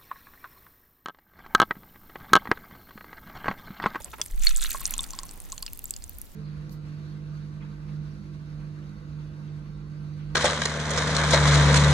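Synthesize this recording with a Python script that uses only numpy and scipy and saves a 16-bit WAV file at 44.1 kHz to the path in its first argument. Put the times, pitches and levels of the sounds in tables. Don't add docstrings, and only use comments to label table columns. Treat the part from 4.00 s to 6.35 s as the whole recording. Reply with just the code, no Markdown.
import sys
import numpy as np
from scipy import signal
from scipy.fft import rfft, irfft
from scipy.io import wavfile
from scipy.ndimage import uniform_filter1d

SR = 44100
rng = np.random.default_rng(int(sys.argv[2]) if len(sys.argv) > 2 else 0)


def pcm_store(signal):
    levels = np.round(np.clip(np.atleast_2d(signal), -1, 1) * 32767)
    wavfile.write(sys.argv[1], SR, levels.astype(np.int16).T)


N = 103635


def amp(db):
    return 10 ** (np.asarray(db) / 20)


def unit_rms(x):
    return x / np.sqrt(np.mean(x ** 2) + 1e-20)


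def fader(table, column=1):
    rows = np.array(table)
    return amp(np.interp(np.arange(N) / SR, rows[:, 0], rows[:, column]))


def at_freq(points, hz):
    freqs, values = np.transpose(points)
    return np.interp(np.log(hz + 1), np.log(freqs), values)


def add(mix, start_s, sound):
    part = mix[..., max(round(start_s * SR), 0):][..., :sound.shape[-1]]
    part += sound[..., :part.shape[-1]]


def eq(x, gain_db):
    size = 2 * x.shape[-1]
    hz = np.fft.rfftfreq(size, 1 / SR) + 1
    return irfft(rfft(x, size) * amp(gain_db(hz)))[..., :size // 2]


def bell(x, centre_hz, db_per_oct2):
    return unit_rms(eq(x, lambda hz: -db_per_oct2 * np.log2(hz / centre_hz) ** 2))


def delayed(x, lag_s):
    size = 2 * len(x)
    hz = np.fft.rfftfreq(size, 1 / SR)
    return irfft(rfft(x, size) * np.exp(-2j * np.pi * hz * lag_s))[:len(x)]


# freq_hz, gain_db
ROOM_TONE_EQ = [(60, -3.5), (250, -12), (400, -18), (1600, -28), (7400, -30.5), (10000, -34), (13200, -25),
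                (16000, -32)]
def room_tone(level_db=-50):
    noise = rng.standard_normal((2, N)) + 0.39 * rng.standard_normal(N)
    return amp(level_db) * unit_rms(eq(noise, lambda hz: at_freq(ROOM_TONE_EQ, hz)))


# freq_hz, t60_s
TABLE_DECAY = [(500, 0.068), (12000, 0.0085)]
# freq_hz, t60_s
ROOM_DECAY = [(300, 1), (3000, 0.052), (12000, 0.16)]
def reflections(send, size=16384):
    wet = np.zeros((2, N))
    for decay, level_db, predelay_s in [(TABLE_DECAY, -8, 0.0005), (ROOM_DECAY, -23, 0.005)]:
        hz, t, noise = signal.stft(rng.standard_normal((2, size)), SR, nperseg=64)
        fade = amp(-60 * t / at_freq(decay, hz)[:, None])
        tail = signal.istft(noise * fade, SR, nperseg=64)[1]
        tail = np.pad(tail / np.linalg.norm(tail[0]), ((0, 0), (round(predelay_s * SR), 0)))
        wet += amp(level_db) * signal.fftconvolve(send[None], tail, axes=1)[:, :N]
    return wet


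# time_s, sub_level_db, bass_level_db
RUMBLE_LEVELS = [(.25, -62.5, -51.5), (.34, -24.5, -48), (.47, -34.5, -49), (.6, -35.5, -51),
                 (1.1, -39, -60.5), (1.7, -46.5, -62.5), (2.12, -45.5, -43), (2.35, -49, -53)]
def mic_stand(push_s=0.266, sway_hz=14.8, sway_db=-12.5, swell_s=0.215):
    sway, t = np.zeros((2, N)), np.arange(N) / SR
    swell = amp(sway_db) * (t / swell_s * np.exp(1 - t / swell_s)) ** 5
    left = amp(-2.5) * np.sin(2 * np.pi * (sway_hz * t - 0.37))
    right = np.sin(2 * np.pi * sway_hz * t)
    add(sway, push_s, swell * np.array([left, right]))
    sub = bell(rng.standard_normal((2, N)), centre_hz=23, db_per_oct2=23)
    bass = bell(rng.standard_normal((2, N)) + rng.standard_normal(N), centre_hz=51, db_per_oct2=17)
    return sway + sub * fader(RUMBLE_LEVELS) + bass * fader(RUMBLE_LEVELS, column=2)


# time_s, level_db
SLEEVE_LEVELS = [(.7, -63.5), (.85, -49), (1.3, -51.5), (2.05, -68.5)]
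# freq_hz, gain_db
CLOTH_EQ = [(250, 2.5), (480, -12), (850, -3.5), (1700, -13), (12000, -23)]
def sleeve():
    noise = rng.standard_normal(N) + 0.87 * rng.standard_normal((2, N))
    return fader(SLEEVE_LEVELS) * unit_rms(eq(noise, lambda hz: at_freq(CLOTH_EQ, hz)))


def snap(tilt_db_per_oct=0, decay_s=0.0008, low_hz=1900, high_hz=14700, size=512):
    def tone_db(hz):
        tilt = tilt_db_per_oct * np.log2((hz + 400) / 5900)
        return tilt - 10 * np.log10((1 + (hz / high_hz) ** 8) * (1 + (low_hz / hz) ** 4))
    t = np.arange(size) / SR
    burst = rng.standard_normal(size) * np.exp(-t / decay_s)
    return eq(burst / np.linalg.norm(burst), tone_db)


# start_s, length_s, level_db, centre_hz
STICK_NUDGES = [(0, 0.0084, -41, 740), (0.047, 0.034, -48.5, 740), (0.13, 0.012, -36, 1190),
                (0.1823, 0.0064, -39.5, 840), (0.193, 0.013, -37, 810), (0.7442, 0.008, -39, 780)]
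# pitch_hz, relative_level_db, t60_s
SPOON_MODES = [(2140, -14.5, .011), (3360, -5, 0.02), (4800, 1.5, 0.0093), (6150, 4.5, 0.0068),
               (7520, 7, 0.0054)]
def chopsticks(tick_s=0.2151, snap_db=-6, ring_db=-18.5, size=4096):
    out, t = np.zeros(N), np.arange(size) / SR
    for start_s, length_s, level_db, centre_hz in STICK_NUDGES:
        scuff = eq(rng.standard_normal(size), lambda hz: -11.5 * np.abs(np.log2(hz / centre_hz)))
        age = 2 * t / length_s
        add(out, start_s, amp(level_db) * unit_rms(scuff) * (age * np.exp(1 - age)) ** 2)
    add(out, tick_s, amp(snap_db) * snap())
    for pitch_hz, mode_db, t60_s in SPOON_MODES:
        mode = np.sin(2 * np.pi * (pitch_hz * t + rng.random()))
        add(out, tick_s, amp(ring_db + mode_db - 60 * t / t60_s) * mode)
    return out


# start_s, level_db
AIR_POCKETS = [(0.7468, -21), (0.8132, -32), (.939, -34.5), (0.9907, -30.5), (1.135, -31), (1.188, -31),
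               (1.233, -35), (1.5261, -32), (1.6295, -36.5)]
def air_pockets(pitch_hz=1048, glide_hz_per_s=5800, attack_s=0.00063, decay_s=0.0046, size=2048):
    out, t = np.zeros(N), np.arange(size) / SR
    envelope = (1 - np.exp(-t / attack_s)) * np.exp(-t / decay_s)
    for start_s, level_db in AIR_POCKETS:
        start_hz = pitch_hz * (1 + 0.015 * rng.standard_normal())
        turns = start_hz * t + glide_hz_per_s * t ** 2 / 2
        add(out, start_s, amp(level_db) * envelope * np.sin(2 * np.pi * turns))
    return out


def cavity_ring(pitch_hz, decay_ms, attack_cycles=0.33, size=512):
    t = np.arange(size) / SR
    attack = (1 - np.exp(-pitch_hz * t / attack_cycles)) ** 2
    return np.sin(2 * np.pi * pitch_hz * t) * attack * np.exp(-1000 * t / decay_ms)


def in_spoon(burst, echo_s=0.00045, echo_db=-6, pad=64):
    left_lag_s = rng.normal(8e-6, 12e-6)
    direct = np.pad(burst, pad)
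    echo = amp(echo_db) * delayed(direct, echo_s * rng.uniform(0.49, 2.006))
    hollow = (direct + echo) / np.hypot(1, amp(echo_db))
    return np.array([delayed(hollow, left_lag_s), hollow])[:, pad - 8:]


def crackle(effort, peak_per_s, low_hz, high_hz, ring_cycles, spread_db, tilt_db_per_oct):
    out, level = np.zeros((2, N)), fader(effort)
    pitches = np.geomspace(low_hz, high_hz, 32)
    density = np.sqrt(level / level.max())
    flutter = uniform_filter1d(rng.standard_normal(N), round(0.003 * SR))
    clumps = np.exp(0.8 * unit_rms(flutter))
    chance = density * clumps / clumps.mean() * peak_per_s / len(pitches) / SR
    for hz in pitches:
        sizes = amp(spread_db * np.minimum(rng.exponential(1, N), 2.5)) * rng.choice([-1, 1], N)
        triggers = (rng.random(N) < chance) / np.sqrt(density)
        bursts = amp(tilt_db_per_oct * np.log2(hz / low_hz)) * sizes * triggers
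        ring = cavity_ring(hz, decay_ms=1000 * ring_cycles / hz)
        grain = ring / np.linalg.norm(ring) + amp(-9) * snap()
        out += signal.oaconvolve(bursts[None], in_spoon(grain), axes=1)[:, :N]
    return level * unit_rms(out)


# time_s, level_db
STRAND_EFFORT = [(0, -49.5), (.08, -56.5), (.26, -48.5), (.375, -57.5), (.41, -41.5), (.47, -36.5),
                 (.525, -45.5), (.595, -41.5), (.645, -36), (.715, -40), (.785, -42.5), (1.02, -48.5),
                 (1.3, -53), (1.46, -53), (2.35, -62)]
# time_s, level_db
SQUEEZE_EFFORT = [(.39, -59), (.47, -37.5), (.51, -44), (.595, -43), (.655, -40), (.79, -49), (.94, -50),
                  (1.15, -60), (1.8, -68)]
def noodles():
    fine = crackle(STRAND_EFFORT, peak_per_s=1200, low_hz=6370, high_hz=14500,
                   ring_cycles=2.3, spread_db=6.5, tilt_db_per_oct=-2.3)
    moist = crackle(SQUEEZE_EFFORT, peak_per_s=1600, low_hz=1274, high_hz=4670,
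                    ring_cycles=1.4, spread_db=9, tilt_db_per_oct=3.5)
    return fine + moist


# start_s, level_db, pitch_hz, decay_ms
SAUCE_POPS = [(0.0453, -12, 8100, 0.26), (0.261, -10, 9900, 0.09), (0.436, -8.5, 6950, 0.3),
              (0.45, -6.5, 10700, 0.17), (0.4693, -6.5, 4380, 2.7), (0.4687, -18.5, 2230, 2.5),
              (0.4812, -19.5, 3640, 1.4), (0.4924, -1.5, 6900, 0.15), (0.509, -13.5, 3850, 0.21),
              (0.5622, -9, 7380, 0.73), (0.571, -2.5, 8360, 0.11), (0.5792, -11.5, 7900, 0.29),
              (0.6174, -8, 8750, 0.24), (0.6245, -9, 7280, 0.3), (0.63, -14.5, 3880, 0.94),
              (0.6389, -7, 7060, 0.27), (0.6467, -15, 2070, 0.69), (0.6581, -19, 4000, 0.67),
              (0.665, -20.5, 3970, 1.4), (0.706, -10.5, 13200, 0.37), (0.7079, -17, 4320, 0.84),
              (0.7167, -9, 7200, 0.26), (0.8082, -11, 12900, 0.2), (0.855, 1, 6240, 0.3),
              (0.8652, -6, 8600, 0.2), (0.877, -11, 9570, .2), (0.908, -1, 12300, 0.098),
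              (0.939, -5.5, 6940, 0.24), (0.9378, -23, 3230, 1.9), (0.98, -5.5, 8340, 0.27),
              (0.9918, -18.5, 3600, 3), (1.007, -11.5, 8240, 0.52), (1.0328, -11, 8400, 0.19),
              (1.04, -14, 4750, 0.3), (1.1062, -14, 6800, 0.28), (1.134, -18.5, 4860, 0.33),
              (1.189, -10, 4760, 0.34), (1.2332, -7.5, 7800, 0.12), (1.254, -24, 11000, 0.76),
              (1.292, -23.5, 5100, 0.49), (1.3115, -14, 8600, 0.14), (1.4022, -13.5, 9250, 0.19),
              (1.5207, -12.5, 6700, 0.3), (1.5255, -11.5, 5200, 0.14), (1.5794, -13, 4170, 0.21),
              (1.6244, -14.5, 11400, 0.27), (1.6272, -14, 4750, 0.51), (1.664, -11, 4950, 0.31),
              (1.6793, -23.5, 2860, 0.56), (1.733, -5.5, 14000, 0.085), (1.7744, -13, 13500, 0.083),
              (1.7918, -9, 11350, 0.11), (1.8418, -13, 13300, 0.41), (1.8554, -21, 7450, 0.82),
              (1.9075, -11, 7960, 0.9), (1.9078, -7, 13800, .1), (1.9384, -20, 4800, 0.55),
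              (1.964, -11.5, 6720, 0.21), (2.0228, -29, 5000, 0.56), (2.0401, -14, 7900, 0.21),
              (2.0947, -14, 14000, 0.25), (2.1853, -14.5, 13000, 0.15), (2.2155, -12.5, 11400, 0.22)]
def sauce_pops(snap_db=-13.5, overtone_db=-3.5, hollow_below_hz=5700):
    out = np.zeros((2, N))
    for start_s, level_db, pitch_hz, decay_ms in SAUCE_POPS:
        crack = amp(snap_db) * snap(tilt_db_per_oct=4.5 * np.log2(pitch_hz / 6000))
        overtone_hz = 1.51 * pitch_hz * (1 + 0.046 * rng.standard_normal())
        overtone_gain = amp(overtone_db) / (1 + (pitch_hz / hollow_below_hz) ** 8)
        overtone = overtone_gain * cavity_ring(overtone_hz, decay_ms=0.53)
        pop = cavity_ring(pitch_hz, decay_ms) + overtone + crack
        add(out, start_s, amp(level_db) * in_spoon(pop))
    return out


def scene():
    food = sauce_pops() + noodles() + air_pockets() + chopsticks()
    mix = food + reflections(food.mean(axis=0)) + sleeve() + mic_stand() + room_tone()
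    return mix * amp([[-1.65], [-0.41]])


def record(dry, cutoff_hz=16300):
    lowpass = signal.firwin(255, cutoff_hz, window=("kaiser", 9), fs=SR)
    return signal.oaconvolve(dry, lowpass[None], "same")


dry = scene()
out = record(dry)
pcm_store(out)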